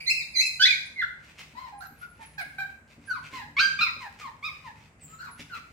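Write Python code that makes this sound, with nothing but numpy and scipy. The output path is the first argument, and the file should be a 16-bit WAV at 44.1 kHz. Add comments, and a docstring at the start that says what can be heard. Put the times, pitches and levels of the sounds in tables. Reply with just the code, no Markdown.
"""A live dining room, where a litter of puppies wrestles on the wooden floor.
Small vocal folds glide through quick yelps and whimpers, rough with strain and breath,
with thin nose whistles in between. Soft paws set the boards ringing, fur and pads scuff,
claws tick, and under it all the house hums faintly."""
import sys
import numpy as np
from scipy import signal
from scipy.fft import rfft, irfft
from scipy.io import wavfile
from scipy.ndimage import uniform_filter1d

SR = 44100
rng = np.random.default_rng(int(sys.argv[2]) if len(sys.argv) > 2 else 0)


def wav_record(signal):
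    """Record a signal, one row per channel, as 16-bit PCM in the file named by sys.argv[1]."""
    frames = np.transpose(np.atleast_2d(signal))
    bounded = np.clip(frames, -1, 1)
    # unit amplitude maps onto the largest positive 16-bit level
    quanta = np.round(bounded * 32767).astype(np.int16)
    wavfile.write(sys.argv[1], SR, quanta)


N = 252252
TIME = np.arange(N) / SR
CUTOFF_HZ = 15850
# floorboard modes: f/Hz, level/dB, t60/s
BOARD_MODES = [(109.6, -9.5, 0.25), (159.8, -8.5, 0.24), (234.7, -1.5, 0.17), (279.5, -7, 0.31),
               (400, -9.5, 0.14), (530, -6, 0.043)]


def puppies(voice_db=-0.45, second_fade=0.2, upper_fade=0.45):
    """Yelps and whimpers, each from its own spot in the scrum, duller where they are quieter."""
    # loud calls: second harmonic/dB, upper harmonics/dB, hoarseness/0-1, pan/dB, room/dB,
    # then a contour of (t/s, pitch/Hz, level/dB)
    yelps = [(12.5, 6, 0.026, -9.5, 8, [(.06, 1965, -29.5), (.07, 2054, -21), (.078, 2100, -15.5),
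             (.092, 2116, -24), (.103, 2670, -13.5), (.125, 2705, -43), (.17, 2570, -30), (.2, 2350, -28.5),
             (.225, 1850, -42)]), (12.5, 9, 0.033, -22, 14, [(.348, 2205, -36), (.359, 2047, -17),
             (.38, 2008, -17.5), (.394, 2057, -13), (.413, 2612, -24), (.445, 2630, -29.5),
             (.46, 2515, -18.5)]), (5.5, -0.5, 0.031, -4, 1, [(.593, 1470, -24), (.615, 1548, -13),
             (.635, 1733, -12.5), (.648, 1775, -19.5), (.657, 1950, -7.5), (.673, 2524, -31.5),
             (.692, 2460, -16), (.712, 2366, -23.5), (.73, 2207, -20)]),
             (-16, -24.5, 0.11, -4, -1, [(.957, 2247, -36.5), (.98, 2046, -37), (.997, 2078, -20),
             (1.012, 1935, -27.5), (1.028, 1418, -19), (1.042, 1357, -52)]),
             (-1, -2, 0.019, 0.5, 0, [(3.565, 1082, -11), (3.573, 1085, -23), (3.59, 1217, -15),
             (3.602, 1508, -16.5), (3.615, 1599, -16.5), (3.652, 1577, -17.5), (3.672, 1556, -29)]),
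             (-3.5, -2.5, 0.067, -0.5, 1, [(3.785, 1270, -38), (3.793, 1186, -14.5), (3.805, 1221, -26.5),
             (3.815, 1443, -15), (3.822, 1248, -16.5), (3.84, 1243, -21), (3.855, 1157, -26.5),
             (3.885, 933, -41)])]
    # soft calls: t/s, length/s, start/Hz, middle/Hz, end/Hz, level/dB, push delay/s, push/dB,
    # second harmonic/dB, upper harmonics/dB, hoarseness/0-1, pan/dB, room/dB
    whimpers = [(.001, 0.1, 2327, 2347, 2190, -42, 0.0013, 10, 10.5, -17, 0.54, -5, -5),
                (0.336, 0.025, 2445, 2330, 2110, -33, .01, 2.5, 19, -8, 0, -9, 7),
                (1.547, 0.13, 905, 1052, 911, -39, 0.037, 4.5, -22.5, -18, 0.24, 10, 3),
                (1.72, 0.1, 801, 812, 740, -43, 0.0075, 10.5, -32, -31, 0.06, 5, 8),
                (1.803, 0.058, 1212, 1584, 1263, -39, 0.043, -6.5, -27, -14.5, 0.63, -19, 3.5),
                (2.009, 0.066, 1327, 1457, 1343, -44, 0.016, 7.5, -32, -36, 0.1, 3, 0),
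                (2.189, 0.046, 905, 922, 840, -47, 0.033, 6.5, -18, -28, 0.32, -2, -4.5),
                (2.377, 0.042, 833, 788.5, 693, -31.5, 0.0046, 6, 0, -3.5, 0.2, -8, 2),
                (2.581, 0.051, 778, 790, 759, -31.5, 0.0014, 9, 2, -4, 0.13, -2, 1),
                (3.073, .11, 1630, 1383, 944, -37, 0.036, 14, -22.5, -13.5, 0.11, -3, 1),
                (3.325, 0.099, 1051, 999, 816, -37, 0.014, 0, -14.5, -12.5, 0.2, -4, 6.5),
                (4.002, 0.074, 1105, 954, 794, -38.5, .025, 0, -15.5, -18.5, 0.32, 1, -3),
                (4.207, 0.078, 1254, 1138, 882, -38.5, 0.055, 3, -23, -18, .2, 2, -0.5),
                (4.424, 0.069, 1051, 1248, 1077, -32.5, 0.029, 4.5, -9, -5, .12, -2, -1),
                (4.639, 0.06, 1110, 959, 840, -44, 0.035, 7, -20, -17.5, 0.14, 3, -1),
                (5.076, 0.064, 1248, 1270, 1314, -54.5, 0.062, 14, -32, -25, 0.2, 3.5, 6.5),
                (5.183, 0.033, 1368, 1472, 1645, -38.5, .005, 1, -14, -11.5, 0.31, 1, 9),
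                (5.223, .066, 1473, 1356, 932, -41.5, 0.012, 8.5, -20.5, -15.5, 0.31, 8, 5.5),
                (5.496, 0.071, 1518, 1396, 1137, -39.5, 0.042, 8, -11, -16, 0.25, -1, 1.5)]
    # where the moving scrum sits in the stereo image: t/s, lag of left behind right/ms
    bearing = [(0, -.11), (1, -.08), (1.6, -.29), (2.3, -.22), (2.6, -.09), (3.1, 0), (4.5, .025),
               (5.5, -.06)]
    calls = [(contour[0][0], yelp(contour), traits) for *traits, contour in yelps]
    calls += [(row[0], whimper(*row[1:8]), row[8:]) for row in whimpers]
    out = np.zeros((2, N))
    for start, (pitch, level_db), (second_db, upper_db, hoarse, pan_db, room_db) in calls:
        slack_db = level_db.max() - level_db
        voice = vocal_folds(pitch, level_db, second_db - second_fade * slack_db,
                            upper_db - upper_fade * slack_db, hoarse)
        lag_ms = np.interp(start, *np.transpose(bearing))
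        add(out, start, in_room(voice, pan_db, room_db, lag_ms))
    return from_db(voice_db) * out


def yelp(contour):
    """Pitch and level of a call that breaks between registers, corners rounded over 5 ms."""
    times, *columns = np.transpose(contour)
    t = np.arange(times[0], times[-1], 1 / SR)
    return [uniform_filter1d(np.interp(t, times, column), size=220) for column in columns]


def whimper(length, start_hz, middle_hz, end_hz, level_db, push_s, push_db, edge_db=2.5, width_s=0.014):
    """Pitch and level of one arch in one register: weaker at the ends, with a short push of effort."""
    t = TIME[:int(length * SR)]
    u = 2 * t / length - 1
    pitch = middle_hz + (end_hz - start_hz) / 2 * u + ((start_hz + end_hz) / 2 - middle_hz) * u ** 2
    push = np.exp(-((t - push_s) / width_s) ** 2)
    return pitch, level_db - edge_db * u ** 2 + push_db * push


def vocal_folds(pitch, level_db, second_db, upper_db, hoarse, jitter=0.078, jitter_hz=380,
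                rasp_db=-4.0, attack_s=0.0065, release_s=0.0046, roll_off_db_per_octave=8.5):
    """Small vocal folds glide in pitch; strain makes their cycles uneven and lets air through."""
    # mouth resonances that shape the second harmonic: f/Hz, level/dB
    mouth = [(1450, 1.5), (1620, 14), (1800, 17), (2020, 9.5), (2300, 16), (2500, 12.5), (2700, -2),
             (3000, -9.5), (3200, -14.5), (3420, 13), (3700, 0), (4100, -2.5), (4450, -17), (5300, -23.5)]
    # throat and muzzle colour of the upper harmonics: f/Hz, level/dB
    throat = [(2200, 17.5), (3100, -1), (4050, 9.5), (4450, 0.5), (4780, -0.5), (5020, 9.5), (5300, -8),
              (5600, -6.5), (6300, -10.5), (8000, -19), (9100, -35), (10100, -13.5), (11400, -37),
              (13800, -15), (16000, -32)]
    # colour of the breath in the voice: f/Hz, level/dB
    rasp = [(500, -17.5), (1200, -18), (2400, 1.5), (3100, -22), (4300, 10.5), (5600, -6.5), (7500, 1),
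            (9200, -11.5), (13800, -2), (16000, -5.5)]
    pitch, level_db, second_db, upper_db = [np.pad(curve, (0, int(release_s * SR)), "edge")
                                            for curve in (pitch, level_db, second_db, upper_db)]
    t = TIME[:len(pitch)]
    wobble, flutter, rattle = [drift(rate, SR // 2)[:len(t)]
                               for rate in (jitter_hz, jitter_hz, 2 * jitter_hz)]
    quaver = 0.0076 * drift(90, SR // 2)[:len(t)]
    phase = 2 * np.pi * np.cumsum(pitch * (1 + quaver + jitter * hoarse * wobble)) / SR
    k = np.arange(3, 19)[:, None]  # upper harmonic numbers
    weights = from_db(upper_db + at_hz(throat, k * pitch) - roll_off_db_per_octave * np.log2(k / 3))
    weights *= (k * pitch < CUTOFF_HZ) / np.sqrt(3)
    upper = np.sum(weights * np.sin(k * phase), axis=0)
    second_gain = from_db(second_db + at_hz(mouth, 2 * pitch))
    # forced upward below its whistle register, a loud voice cracks: cycles alternate and scatter
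    forced = uniform_filter1d(1.0 * ((np.gradient(pitch) > 0) & (pitch < 1950)), size=220)
    loud = np.clip((level_db + 24) / 5, 0, 1)
    crack = .33 * forced * loud * (np.cos(phase / 2) + rattle)
    tone = np.sin(phase) + second_gain * np.sin(2 * phase) * (1 + crack / 2) + upper * (1 + crack)
    tone /= np.sqrt((1 + second_gain ** 2 + np.sum(weights ** 2, axis=0)) / 2)
    # air escapes once in every cycle, less of it in a duller call
    air = from_db(rasp_db + 0.48 * upper_db) * noise(rasp, SR // 2)[:len(t)] * (1 + np.cos(phase))
    shimmer = .6 * flutter * tone
    gate = np.clip(t / attack_s, 0, 1) * np.clip((t[-1] - t) / release_s, 0, 1)
    voice = (tone + hoarse * (shimmer + air)) * from_db(level_db) * np.sin(np.pi / 2 * gate) ** 2
    # the voice carries nothing below three quarters of its lowest note
    return signal.sosfilt(signal.butter(6, .75 * pitch.min(), "high", fs=SR, output="sos"), voice)


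def nose_whistles(whistle_db=-1.5, ragged_db=3.5):
    """Very high, nearly pure squeaks through the nose that waver in pitch and strength."""
    # squeaks: t/s, length/s, start/Hz, end/Hz, level/dB
    whistles = [(.005, 0.068, 9950, 9140, -52.5), (0.28, 0.07, 9650, 9800, -60),
                (0.853, 0.022, 9350, 9700, -50.5), (1.777, 0.031, 9900, 10640, -53),
                (1.857, 0.032, 12250, 11600, -50.5), (1.976, 0.064, 10900, 11350, -54.5),
                (2.088, 0.032, 11000, 10520, -55.5), (2.218, 0.037, 9530, 10940, -55.5),
                (2.254, 0.022, 10360, 10280, -45), (2.414, 0.0046, 9240, 9140, -39),
                (2.47, 0.021, 9500, 9270, -67), (3.054, 0.051, 9600, 10470, -50),
                (5.005, 0.07, 8320, 6970, -44), (5.053, 0.15, 7320, 7010, -52),
                (5.303, 0.045, 10750, 10300, -48)]
    out = np.zeros(N)
    for start, length, start_hz, end_hz, level_db in whistles:
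        u = np.linspace(0, 1, int(length * SR))
        waver = 1 + .019 * drift(260, SR // 2)[:len(u)]
        phase = 2 * np.pi * np.cumsum((start_hz + (end_hz - start_hz) * u) * waver) / SR
        tone = np.sin(phase) + .22 * np.sin(2 * phase)
        flicker_db = ragged_db * drift(150, SR // 2)[:len(u)]
        add(out, start, from_db(level_db + whistle_db + flicker_db) * np.sin(np.pi * u) * tone)
    return in_room(out, pan_db=-2.5, room_db=-1.0)[:, :N]


def paws(thump_db=11.0, contact_s=0.00089):
    """Soft pads set the floorboards ringing, each step with its own mix of modes."""
    # paws landing: t/s, relative level/dB
    landings = [(0.899, -67), (1.536, -62.5), (1.908, -62.5), (2.191, -67), (2.458, -60.5), (2.981, -58.5),
                (3.098, -65), (3.329, -52), (3.485, -64), (3.963, -58.5), (4.248, -65), (5.045, -72.5),
                (5.395, -54.5)]
    out, t = np.zeros(N), TIME[:SR // 3]
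    for start, level_db in landings:
        ring = sum(from_db(db + rng.normal(0, 3.3) - 60 * t / t60)
                   * np.sin(2 * np.pi * hz * rng.uniform(1.0, 1.05) * t) for hz, db, t60 in BOARD_MODES)
        add(out, start, from_db(level_db + thump_db) * ring * (1 - np.exp(-t / contact_s)))
    return in_room(out, pan_db=1.5, room_db=-27.0)[:, :N]


def scuffles(scuff_db=-1.5, grain_db=4.0, rustle_db=-74.5, swing_db=10.0, claws_per_s=16, claw_s=0.00067):
    """Grainy swishes of sliding paws over a restless rustle of fur, and claws ticking at random."""
    # fur and paws sliding: t/s, length/s, level/dB
    slides = [(1.227, 0.03, -56), (1.47, 0.051, -65), (1.666, 0.042, -53.5), (2.003, 0.049, -56),
              (2.202, 0.044, -49), (2.871, 0.073, -56.5), (3.225, 0.061, -48), (3.301, 0.098, -40.5),
              (3.982, 0.069, -47), (4.182, 0.047, -44.5), (4.62, 0.1, -53.5), (4.756, 0.13, -62),
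              (4.983, 0.06, -60.5), (5.376, 0.042, -41), (5.542, 0.045, -45.5)]
    # colour of the friction: f/Hz, level/dB
    friction = [(300, -10.5), (900, -8), (1600, -3), (2500, 4.5), (3400, -4.5), (5000, -7.5), (7500, -13),
                (10000, -21.5), (16000, -27)]
    force = from_db(rustle_db + swing_db * drift(3.3, N))
    for start, length, level_db in slides:
        add(force, start, from_db(level_db + scuff_db) * np.sqrt(np.hanning(int(length * SR))))
    touches = (rng.random(N) < claws_per_s / SR) * from_db(rng.uniform(-58, -46, N))
    ticks = signal.lfilter([1], [1, -np.exp(-1 / (claw_s * SR))], touches + 1e-18)
    rubbing = noise(friction, N) * (force * from_db(grain_db * drift(200, N)) + ticks)
    return in_room(rubbing, pan_db=0.0, room_db=0.0)[:, :N]


def patter(steps_per_s=30, band_hz=(50, 180)):
    """Light steps fall at random and keep the boards rumbling, louder as the wrestling gets wilder."""
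    # swell of the rumble: t/s, level/dB
    swell = [(0, -76), (1.3, -72), (2.4, -67.5), (3.1, -59.5), (3.6, -52.5), (4.2, -64.5), (4.7, -62),
             (5.7, -61.5)]
    t = TIME[:SR // 3]
    ring = sum(from_db(db - 60 * t / t60) * np.sin(2 * np.pi * hz * t) for hz, db, t60 in BOARD_MODES)
    steps = (rng.random(N) < steps_per_s / SR) * rng.uniform(0.58, 1, N)
    knocks = signal.oaconvolve(steps, ring)[:N]
    rumble = signal.sosfilt(signal.butter(2, band_hz, "band", fs=SR, output="sos"), knocks)
    return rms_one(rumble) * from_db(np.interp(TIME, *np.transpose(swell)))


def house(air_db=-58.5, hum_hz=151, hum_db=-64.0, hum_waver=0.46, pan_db=1.0):
    """A bed of steady room tone with a wavering hum."""
    # colour of the room tone: f/Hz, level/dB
    room_tone = [(20, -51), (35, -26.5), (60, -1), (120, -9), (200, -10), (330, -17.5), (550, -18.5),
                 (1000, -20.5), (2300, -22), (4000, -46), (8000, -33.5), (15500, -60.5)]
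    air = rms_one(diffuse(noise(room_tone, N), noise(room_tone, N)))
    tone = np.sin(2 * np.pi * hum_hz * TIME + drift(3.7, N))
    hum = rms_one(tone * (1 + hum_waver * drift(5.6, N)))
    balance = from_db([[pan_db / 2], [-pan_db / 2]])
    return (from_db(air_db) * air + from_db(hum_db) * hum) * balance


def in_room(sound, pan_db, room_db, lag_ms=0, early_db=1.5, early_s=0.022, build_s=0.014, count=7):
    """Place a sound in stereo: direct path, a few bounces off floor and furniture, a diffuse tail."""
    # reverb time of the room: f/Hz, t60/s
    decay_times = [(150, 0.61), (800, 0.41), (1600, 0.52), (2500, 0.45), (4200, 0.47), (8000, 0.58),
                   (15000, 0.59)]
    t = TIME[:SR * 3 // 4]
    hz = np.fft.rfftfreq(len(t), 1 / SR)
    field = rfft(diffuse(*rng.standard_normal((2, len(t)))))
    centres, t60s = np.transpose(decay_times)
    tail = sum(irfft(field * np.interp(hz, centres, band), len(t)) * from_db(-60 * t / t60)
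               for band, t60 in zip(np.eye(len(centres)), t60s))
    response = from_db(room_db) * rms_one(tail * (1 - np.exp(-t / build_s))) / np.sqrt(len(t))
    for channel, side in zip(response, (1, -1)):
        bounces = (SR * early_s * rng.uniform(.15, 1, count)).astype(int)
        channel[bounces] += from_db(room_db + early_db) * rng.choice([-1, 1], count) / np.sqrt(count)
        direct = round(max(side * lag_ms, 0) * SR / 1000)
        channel[direct] += from_db(side * pan_db / 2)
    response /= np.sqrt(np.sum(response ** 2) / 2)
    return signal.fftconvolve(sound[None], response, axes=1)


def diffuse(mid, side):
    """Two unrelated noises become a diffuse stereo field, narrow in the bass and wide in the treble."""
    # likeness of left and right: f/Hz, correlation/-1 to 1
    likeness = [(50, 0.86), (150, 0.98), (400, 0.8), (700, 0.77), (1300, -0.14), (2500, -0.1),
                (12000, -0.065)]
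    alike = np.clip(at_hz(likeness, np.fft.rfftfreq(len(mid), 1 / SR)), -1, 1)
    return irfft(np.sqrt(1 + alike) * rfft(mid) + np.sqrt(1 - alike) * rfft(side) * [[1], [-1]], len(mid))


def from_db(db):
    """Decibels to gain."""
    return 10 ** (np.asarray(db) / 20)


def rms_one(x):
    """Scale to unit power."""
    return x / np.sqrt(np.mean(x ** 2) + 1e-20)


def at_hz(points, hz):
    """Read a table on a log-frequency axis."""
    f, value = np.transpose(points)
    return np.interp(np.log(np.maximum(hz, 1)), np.log(f), value)


def noise(spectrum, size):
    """Coloured noise of unit power."""
    gain = from_db(at_hz(spectrum, np.fft.rfftfreq(size, 1 / SR)))
    return rms_one(irfft(rfft(rng.standard_normal(size)) * gain, size))


def drift(rate_hz, size):
    """Smooth random wander with a spread of about one."""
    white = rng.standard_normal(size + SR // 10)
    hz = np.fft.rfftfreq(len(white), 1 / SR)
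    return rms_one(irfft(rfft(white) / (1 + (hz / rate_hz) ** 2)))[:size]


def add(track, start, sound):
    """Mix a sound into a track at a time in seconds."""
    i = max(int(start * SR), 0)
    track[..., i:i + sound.shape[-1]] += sound[..., :max(N - i, 0)]


def scene():
    """Voices, feet and room tone together."""
    return puppies() + nose_whistles() + paws() + scuffles() + house() + patter()


def record(dry):
    """A steep low-pass trims the highest treble."""
    return signal.sosfilt(signal.ellip(12, .2, 80, CUTOFF_HZ, fs=SR, output="sos"), dry)


dry = scene()
out = record(dry)
wav_record(out)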